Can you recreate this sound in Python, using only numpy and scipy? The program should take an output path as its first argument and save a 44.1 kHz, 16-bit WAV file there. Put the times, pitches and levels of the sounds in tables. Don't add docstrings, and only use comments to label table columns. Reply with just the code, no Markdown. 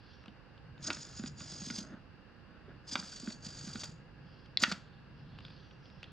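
import sys
import numpy as np
from scipy import signal
from scipy.fft import rfft, irfft
from scipy.io import wavfile

SR = 44100
rng = np.random.default_rng(int(sys.argv[2]) if len(sys.argv) > 2 else 0)


def waveform_to_disk(signal):
    frames = np.transpose(np.atleast_2d(signal))
    scaled = np.clip(frames, -1, 1) * 32767
    samples = np.round(scaled).astype(np.int16)
    wavfile.write(sys.argv[1], SR, samples)


N = 269887
T = np.arange(N) / SR
HZ = np.maximum(np.fft.rfftfreq(N + 4096, 1 / SR), 10)

# frequency in Hz, relative level in dB per Hz.
AIR_SPECTRUM = [(21, -32.5), (35, -2.5), (108, -3.5), (216, -6.5), (490, -17), (602, -19), (840, -19),
                (979, -19), (1590, -19), (2800, -33), (4010, -32.5), (4680, -30.5), (6520, -49.5),
                (16000, -68)]
# frequency in Hz, width in Hz, boost in dB.
HOUSING_PEAKS = [(511, 81, 5.5), (815, 26.6, 5), (1656, 130, 5.5), (2760, 380, 14), (4810, 560, 4)]
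# frequency in Hz, likeness (below 0 is taken as 0).
AIR_LIKENESS = [(60, 0.71), (180, 0.5), (550, 0.51), (1650, 0.78), (4970, -0.12), (15000, -0.03)]
# frequency in Hz, left minus right in dB.
AIR_BALANCE = [(60, -9), (240, -5), (950, -2.5), (3770, 2.5), (15000, -3)]
# time in seconds, level in dB.
HUM_LEVEL = [(0, -81), (.45, -78), (.7, -55), (.87, -54.5), (1.05, -60.5), (1.3, -50), (1.5, -59.5),
             (1.62, -56), (1.85, -59.5), (2.45, -73.5), (2.74, -60), (3.12, -68), (3.46, -51.5),
             (4.25, -57), (4.6, -59.5), (4.96, -57.5), (5.25, -52), (5.45, -53.5), (5.75, -62.5),
             (6.12, -55)]
# frequency in Hz, lead of the left port in radians.
PORT_LEAD = [(500, .05), (3000, .4), (6500, .6), (8500, 1.2), (12000, 1.4), (16000, 1.4)]
# start in seconds, end in seconds, level in dB, brightest pitch in Hz.
RUSTLES = [(0, 0.122, -68, 4720), (0.155, 0.18, -72.5, 5330), (4.274, 4.423, -70, 4820),
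           (4.28, 4.356, -75.5, 3470), (4.806, 4.957, -73, 4300), (5.19, 5.225, -74, 4930),
           (5.295, 5.355, -71, 4300), (5.424, 5.6, -67.5, 4720), (5.598, 5.76, -79.5, 5600),
           (5.855, 5.986, -70.5, 5070), (6.03, 6.12, -69.5, 4270)]
# frequency in Hz, relative level in dB per Hz.
RUSTLE_SPECTRUM = [(1470, -66), (2500, 1.5), (3340, 5), (3840, -8), (4780, -13), (5130, -12.5), (6280, -19),
                   (9000, -58), (11700, -70), (19800, -120)]
# start in seconds, peak in dB before the bass cut, pitch in Hz.
KNOCKS = [(0.278, -39, 214), (.866, -38, 174), (.9, -34.5, 285), (0.967, -43, 221), (1.194, -30, 216),
          (1.237, -29, 238), (1.266, -36, 192), (1.407, -36, 176), (1.519, -39, 194), (1.617, -33.5, 191),
          (1.669, -37, 236), (1.703, -31.5, 235), (1.782, -32.5, 208), (1.738, -42, 230), (1.812, -41, 215),
          (1.901, -40, 213), (1.936, -38, 202), (2.68, -47, 407), (2.7, -44.5, 180), (2.922, -39, 256),
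          (2.952, -34.5, 245), (2.985, -35.5, 189), (3.029, -39.5, 188), (3.231, -36.5, 236),
          (3.275, -26, 217), (3.309, -58, 218), (3.463, -38.5, 210), (3.639, -39.5, 190), (3.672, -33, 198),
          (3.752, -31.5, 233), (3.89, -41, 189), (4.624, -27.5, 232), (4.678, -31, 213),
          (4.718, -27.5, 186), (4.771, -44.5, 183), (5.397, -39, 180)]
# contact in seconds, peak in dB, brightest pitch in Hz.
TICKS = [(.2379, -45, 1540), (.2578, -44.5, 2280), (.28, -44, 2320), (.5756, -54.5, 4330),
         (.7776, -50.5, 2770), (4.458, -51, 4860), (5.386, -39.5, 2500), (5.404, -46, 2480),
         (5.449, -38, 3400), (5.481, -45, 3440), (5.5024, -49, 3540), (5.709, -51, 3460),
         (5.854, -51, 4500), (5.899, -52, 4520), (6.0288, -36.5, 3000), (6.0399, -40, 3320)]
# frequency in Hz, level in dB, undamped T60 in seconds.
BOX_MODES = [(1200, -21, 0.0023), (1530, 10.5, 0.00375), (2210, -13, 0.013), (2640, 10, 0.0046),
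             (3180, 0.5, 0.019), (3560, 7.5, 0.0063), (4550, 3, 0.011), (4860, 0.5, 0.0095),
             (6250, -51, 0.0014), (7600, -30, .003), (11500, -36.5, 0.0025)]
# contact in seconds, peak in dB, a pitch in Hz (no effect).
BUTTON_PRESSES = [(4.571, -10.5, 4000)]
# frequency in Hz, level in dB, T60 in seconds.
BUTTON_MODES = [(1950, -7.5, 0.0089), (2750, -9, 0.0065), (3400, -4.5, 0.0087), (3950, 1, 0.006),
                (4800, 1, 0.0042), (5600, -8.5, 0.0053), (7500, -25.5, .003), (11500, -21.5, 0.0022)]
# contact in seconds, peak in dB, brightest pitch in Hz.
SNAPS = [(.9022, -18, 1750), (.9682, -38.5, 1400), (1.1943, -39, 1490), (1.2362, -38.5, 1180),
         (1.2594, -36.5, 3000), (1.405, -39, 1390), (1.617, -43.5, 1260), (1.7005, -29.5, 1800),
         (2.9542, -16, 1810), (3.025, -41, 1200), (3.126, -43.5, 1500), (3.2728, -37, 1120),
         (3.3025, -39.5, 2890), (3.677, -45, 1400), (3.7558, -33.5, 1940), (3.8338, -29.5, 4320),
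         (4.6353, -7.5, 2230), (4.715, -27, 1620), (4.721, -23.5, 4060)]
# frequency in Hz, level in dB, undamped T60 in seconds.
JAW_MODES = [(556, -14, 0.06), (820, -10, 0.02), (1160, -5.5, 0.02), (1493, 7, 0.02), (1820, 3.5, 0.013),
             (2550, 9.5, 0.0049), (2765, -4, 0.041), (3580, 13.5, 0.0054), (4120, -3.5, 0.012),
             (4510, 5, 0.031), (5340, -27, .01), (7000, -29, .01)]
# full speed in seconds, stop in seconds, whir in dB at start and at stop,
# lower case resonance in Hz at start and at stop, upper one in Hz at start and at stop, upper level in dB,
# gear hiss in dB against the whir, scrape of the jaws in dB, scuff of the case in dB.
MOVES = [(0.838, 1.25, -50, -58.5, 5020, 4830, 6585, 6800, 0.5, -4, -67, -83),
         (1.387, 1.795, -52.5, -48, 4920, 4930, 6710, 6490, -1.5, -6.5, -65.5, -60.5),
         (2.887, 3.312, -54, -52.5, 4880, 4660, 6340, 6700, -8.5, -6, -69, -82),
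         (3.437, 3.86, -54, -50.5, 4750, 4800, 6560, 6630, -4.5, -5, -62.5, -68),
         (4.616, 4.701, -55.5, -49, 4840, 4700, 7000, 4200, -6, -1, -52.5, -66)]
# middle in seconds, level in dB, length in seconds,
# bright bite of the loaded teeth in dB against that level.
STRAINS = [(.84, -56, 0.04, -32), (0.876, -35.5, 0.027, -23), (.933, -47.5, 0.014, -33),
           (0.949, -58, .02, -31), (1.025, -58.5, 0.033, -42), (1.18, -54.5, 0.058, -35),
           (1.274, -54, .05, -28), (1.408, -60.5, 0.056, -37), (1.52, -56, 0.054, -44),
           (1.761, -43.5, 0.011, -40), (1.786, -44, .02, -16), (2.89, -49, 0.043, -45),
           (2.93, -39, 0.051, -40), (2.996, -48.5, 0.044, -34), (3.047, -54, 0.012, -33),
           (3.095, -61, 0.024, -32), (3.133, -53.5, 0.04, -30), (3.168, -47, 0.024, -30),
           (3.201, -46, 0.0077, -33), (3.328, -58, 0.033, -20), (3.461, -49.5, 0.032, -36),
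           (3.585, -58, 0.056, -30), (3.81, -46, 0.039, -36), (3.842, -40.5, .022, -14.5),
           (3.854, -47.5, 0.0087, -26), (4.605, -39, .024, -20), (4.63, -31.5, 0.036, -15),
           (4.721, -41.5, 0.023, -19)]
# frequency in Hz, width of each smoothing in Hz, level in dB.
CASE_FLAT = [(3430, 300, -14), (4300, 500, -13), (5600, 300, -11), (7950, 400, -19)]
CASE_SHIFTED = [(3450, 400, -16), (5450, 300, -11), (6900, 250, -14), (7700, 600, -18)]
# frequency in Hz, relative level in dB per Hz.
GEAR_HISS = [(1500, -11), (2500, -8), (4000, -3.5), (7000, -4), (8300, -16.5), (9800, -21.5), (12500, -34),
             (15500, -34)]
# start in seconds, end in seconds, bright scrape in dB,
# dull scuff in dB.
SKIDS = [(0.88, 0.914, -59, -53.5), (1.874, 1.944, -56, -51.5), (2.528, 2.576, -66.5, -74),
         (2.708, 2.713, -58, -57), (3.28, 3.33, -75, -55.5)]
# frequency in Hz, relative level in dB per Hz.
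SCRAPE_SPECTRUM = [(550, -2), (1020, -7), (1450, 6), (1900, -3.5), (2500, -20), (3500, -12.5),
                   (8000, -77.5)]
SCUFF_SPECTRUM = [(90, -38.5), (230, 15), (340, 8), (420, -19), (600, 1), (900, -27), (4000, -76)]

AIR_DB, HUM_HZ, HUM_T60_S = -56, 143, 1.3 / 24
ROOM_T60_S, ROOM_DB, GEAR_ROOM_DB = 0.29, -16.5, -17.5
WALL_CUT_HZ, GEAR_WALL_CUT_HZ = 2000, 12000
CUTOFF_HZ = 16000
RUSTLE_IN_DB_PER_S, RUSTLE_OUT_DB_PER_S, RUSTLE_WIDTH_HZ = 206.5, 88.5, 900
BENCH_T60_S, BENCH_CUT_HZ = 0.049, 176
STRIKE_DELAY_S = 0.001222
SPIN_UP_DB_PER_S, RUN_DOWN_DB_PER_S = 701, 227
SKID_IN_DB_PER_S, SKID_OUT_DB_PER_S = 208.5, 314
TEETH_PER_S, DRIVE_HZ, DRIVE_DEPTH_DB = 1900, 48.8, 2.5
LOWER_WIDTH_HZ, UPPER_WIDTH_HZ, WANDER_HZ = 330, 180, 50
SHIFT_S = 2.4


def from_db(db):
    return 10 ** (np.asarray(db) / 20)


def rms_one(x):
    return x / np.sqrt(np.mean(x ** 2) + 1e-20)


def in_time(rows):
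    s, *columns = np.transpose(rows)
    return [np.interp(T, s, c) for c in columns]


def at_hz(points):
    hz, values = np.transpose(points)
    return np.interp(np.log(HZ), np.log(hz), values)


def colour(x, gain):
    return irfft(rfft(x, N + 4096) * gain, N + 4096)[..., :N]


def drift(rate_hz):
    r = np.exp(-2 * np.pi * rate_hz / SR)
    noise = rng.standard_normal(N + SR)
    return rms_one(signal.lfilter([1], [1, -2 * r, r * r], noise)[SR:])


def ring(x, hz, t60):
    r, w = from_db(-60 / (max(t60, .002) * SR)), 2 * np.pi * hz / SR
    return signal.lfilter([0, np.sin(w)], [1, -2 * r * np.cos(w), r * r], x)


def moving_ring(x, hz, width_hz):
    turn = np.exp(2j * np.pi * np.cumsum(hz) / SR)
    r = np.exp(-np.pi * width_hz / SR)
    smooth = signal.lfilter([(1 - r) ** 2], [1, -2 * r, r * r], x / turn)
    return 2 * (smooth * turn).imag


def swell(start, stop, in_db_per_s, out_db_per_s):
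    before, after = np.maximum(start - T, 0), np.maximum(T - stop, 0)
    return from_db(-in_db_per_s * before - out_db_per_s * after)


def grit(per_s, spread_db):
    sizes = from_db(spread_db * np.minimum(rng.exponential(1, N), 4))
    signs = rng.choice([-1, 1], N)
    return sizes * signs * (rng.random(N) < per_s / SR)


def add(out, s, sound):
    i = round(s * SR)
    out[i:i + len(sound)] += sound[:N - i]


def lean_right(x, db):
    return x * from_db([[-db], [db]])


def background():
    mid, side = rng.standard_normal((2, N))
    alike = np.clip(at_hz(AIR_LIKENESS), 0, 1)
    mid, side = colour(mid, np.sqrt(1 + alike)), colour(side, np.sqrt(1 - alike))
    housing_db = sum(db / (1 + (2 * (HZ - hz) / width) ** 2) for hz, width, db in HOUSING_PEAKS)
    gain = from_db(at_hz(AIR_SPECTRUM) + housing_db)
    lean = from_db(at_hz(AIR_BALANCE) / 2 * np.array([[1], [-1]]))
    air = rms_one(colour(np.array([mid + side, mid - side]), gain * lean))
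    hum_db, = in_time(HUM_LEVEL)
    hum = rms_one(ring(rng.standard_normal(N), HUM_HZ, HUM_T60_S))
    return from_db(AIR_DB) * air + from_db(hum_db) * hum


def room(x, cut_hz):
    t = T[:round(SR * .8)]
    envelope = from_db(-60 * t / ROOM_T60_S) * (1 - np.exp(-t / 0.0011))
    tail = rng.standard_normal((2, len(t))) * envelope
    tail = signal.sosfilt(signal.butter(1, [150, cut_hz], "band", fs=SR, output="sos"), tail)
    shared = tail + 0.56 * tail[::-1]
    shared = shared / np.sqrt((shared ** 2).sum(axis=1, keepdims=True))
    return signal.fftconvolve(x[None], shared, axes=1)[:, :N]


def fingers():
    grains = grit(3000, spread_db=1.5) * from_db(1.5 * drift(18))
    grains = colour(grains, from_db(at_hz(RUSTLE_SPECTRUM)))
    out = np.zeros(N)
    for start, end, db, hz in RUSTLES:
        rustle = rms_one(moving_ring(grains, np.full(N, hz), RUSTLE_WIDTH_HZ))
        out += from_db(db) * swell(start, end, RUSTLE_IN_DB_PER_S, RUSTLE_OUT_DB_PER_S) * rustle
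    return out


def bench():
    out = np.zeros(N)
    for s, peak_db, hz in KNOCKS:
        push = np.pad(np.hanning(round(SR / hz * 0.55)), (0, SR // 4))
        sound = ring(push, hz, BENCH_T60_S)
        add(out, s, from_db(peak_db) * sound / np.abs(sound).max())
    return signal.sosfilt(signal.butter(4, BENCH_CUT_HZ, "high", fs=SR, output="sos"), out)


def strikes(events, modes, rattle_db, rattle_s, focus_db, damping, cut_hz):
    out, t = np.zeros(N), T[:SR // 10]
    soft = signal.butter(2, [480, cut_hz], "band", fs=SR, output="sos")
    for s, peak_db, bright_hz in events:
        force = from_db(rattle_db) * rng.standard_normal(len(t)) * np.exp(-t / rattle_s)
        force[0] = -1
        sound = np.zeros(len(t))
        for k, (hz, db, t60) in enumerate(modes):
            octaves_off = np.log2(hz / bright_hz)
            level_db = db + rng.normal(0, 1.5) - focus_db * octaves_off ** 2
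            sound += (-1) ** k * from_db(level_db) * ring(force, hz, t60 / damping)
        sound = signal.sosfilt(soft, sound)
        add(out, s + STRIKE_DELAY_S, from_db(peak_db) * sound / np.abs(sound).max())
    return out


def control_box():
    ticks = strikes(TICKS, BOX_MODES, rattle_db=-13, rattle_s=.0021, focus_db=8, damping=1.1, cut_hz=6000)
    return ticks + strikes(BUTTON_PRESSES, BUTTON_MODES, rattle_db=-20, rattle_s=.0017,
                           focus_db=0, damping=1, cut_hz=12000)


def gripper_jaws():
    return strikes(SNAPS, JAW_MODES, rattle_db=-21.5, rattle_s=0.0047, focus_db=4.5, damping=1.5, cut_hz=6000)


def case_modes(teeth, modes):
    return sum(from_db(db) * moving_ring(teeth, np.full(N, hz), width) for hz, width, db in modes)


def servo():
    start, stop, db_a, db_b, low_a, low_b, up_a, up_b, up_db, hiss_db, scrape_db, scuff_db = np.transpose(MOVES)
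    pairs = ((start, stop), (db_a, db_b), (low_a, low_b), (up_a, up_b), (up_db, up_db), (hiss_db, hiss_db))
    curves = [np.ravel(pair, "F") for pair in pairs]
    whir_db, lower_hz, upper_hz, upper_db, hiss_db = in_time(np.transpose(curves))
    moving = np.array([swell(a, b, SPIN_UP_DB_PER_S, RUN_DOWN_DB_PER_S) for a, b in zip(start, stop)])
    whir = from_db(whir_db) * moving.sum(axis=0)

    strain, bite = np.zeros(N), np.zeros(N)
    for s, db, length, bite_db in STRAINS:
        hump = np.hanning(round(length * SR))
        add(strain, s - length / 2, from_db(db) * hump)
        add(bite, s - length / 2, from_db(db + bite_db) * hump)

    drive = from_db(DRIVE_DEPTH_DB * np.sin(2 * np.pi * DRIVE_HZ * T) + 1.3 * drift(6.4))
    teeth = grit(TEETH_PER_S, spread_db=-2.0) * drive
    case = moving_ring(teeth, lower_hz + WANDER_HZ * drift(5.1), LOWER_WIDTH_HZ)
    case -= moving_ring(teeth, upper_hz + WANDER_HZ * drift(8.75), UPPER_WIDTH_HZ) * from_db(upper_db)
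    case += np.where(T < SHIFT_S, case_modes(teeth, CASE_FLAT), case_modes(teeth, CASE_SHIFTED))

    hiss = rms_one(colour(grit(4000, spread_db=2.5) * drive, from_db(at_hz(GEAR_HISS))))
    sizzle = rms_one(signal.sosfilt(signal.butter(4, 11500, "high", fs=SR, output="sos"), hiss))
    gears = (whir + strain) * rms_one(case)
    gears += from_db(hiss_db) * (whir + from_db(-2.0) * strain) * hiss
    gears += bite * sizzle

    skid_start, skid_end, skid_scrape_db, skid_scuff_db = np.transpose(SKIDS)
    skidding = np.array([swell(a, b, SKID_IN_DB_PER_S, SKID_OUT_DB_PER_S) for a, b in zip(skid_start, skid_end)])
    scrape = from_db(scrape_db) @ moving + from_db(skid_scrape_db) @ skidding
    scuff = from_db(scuff_db) @ moving + from_db(skid_scuff_db) @ skidding
    mat = grit(2500, spread_db=3.0) * from_db(3 * drift(30))
    gears += scrape * rms_one(colour(mat, from_db(at_hz(SCRAPE_SPECTRUM))))
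    return gears + scuff * rms_one(colour(mat, from_db(at_hz(SCUFF_SPECTRUM))))


def scene():
    gears, jaws, ticks, knocks = servo(), gripper_jaws(), control_box(), bench()
    near = lean_right(gears, .3) + lean_right(jaws, .5) + lean_right(ticks, .2) + lean_right(knocks, .8)
    near = colour(near, np.exp(.5j * at_hz(PORT_LEAD) * np.array([[1], [-1]])))
    near = near + lean_right(fingers(), .3)
    walls = from_db(ROOM_DB) * room(jaws + ticks + knocks, WALL_CUT_HZ)
    walls += from_db(GEAR_ROOM_DB) * room(gears, GEAR_WALL_CUT_HZ)
    return near + walls + background()


def record(dry):
    dry = signal.sosfilt(signal.butter(2, 42, "high", fs=SR, output="sos"), dry)
    return signal.sosfilt(signal.cheby2(12, 70, CUTOFF_HZ, fs=SR, output="sos"), dry)


dry = scene()
out = record(dry)
waveform_to_disk(out)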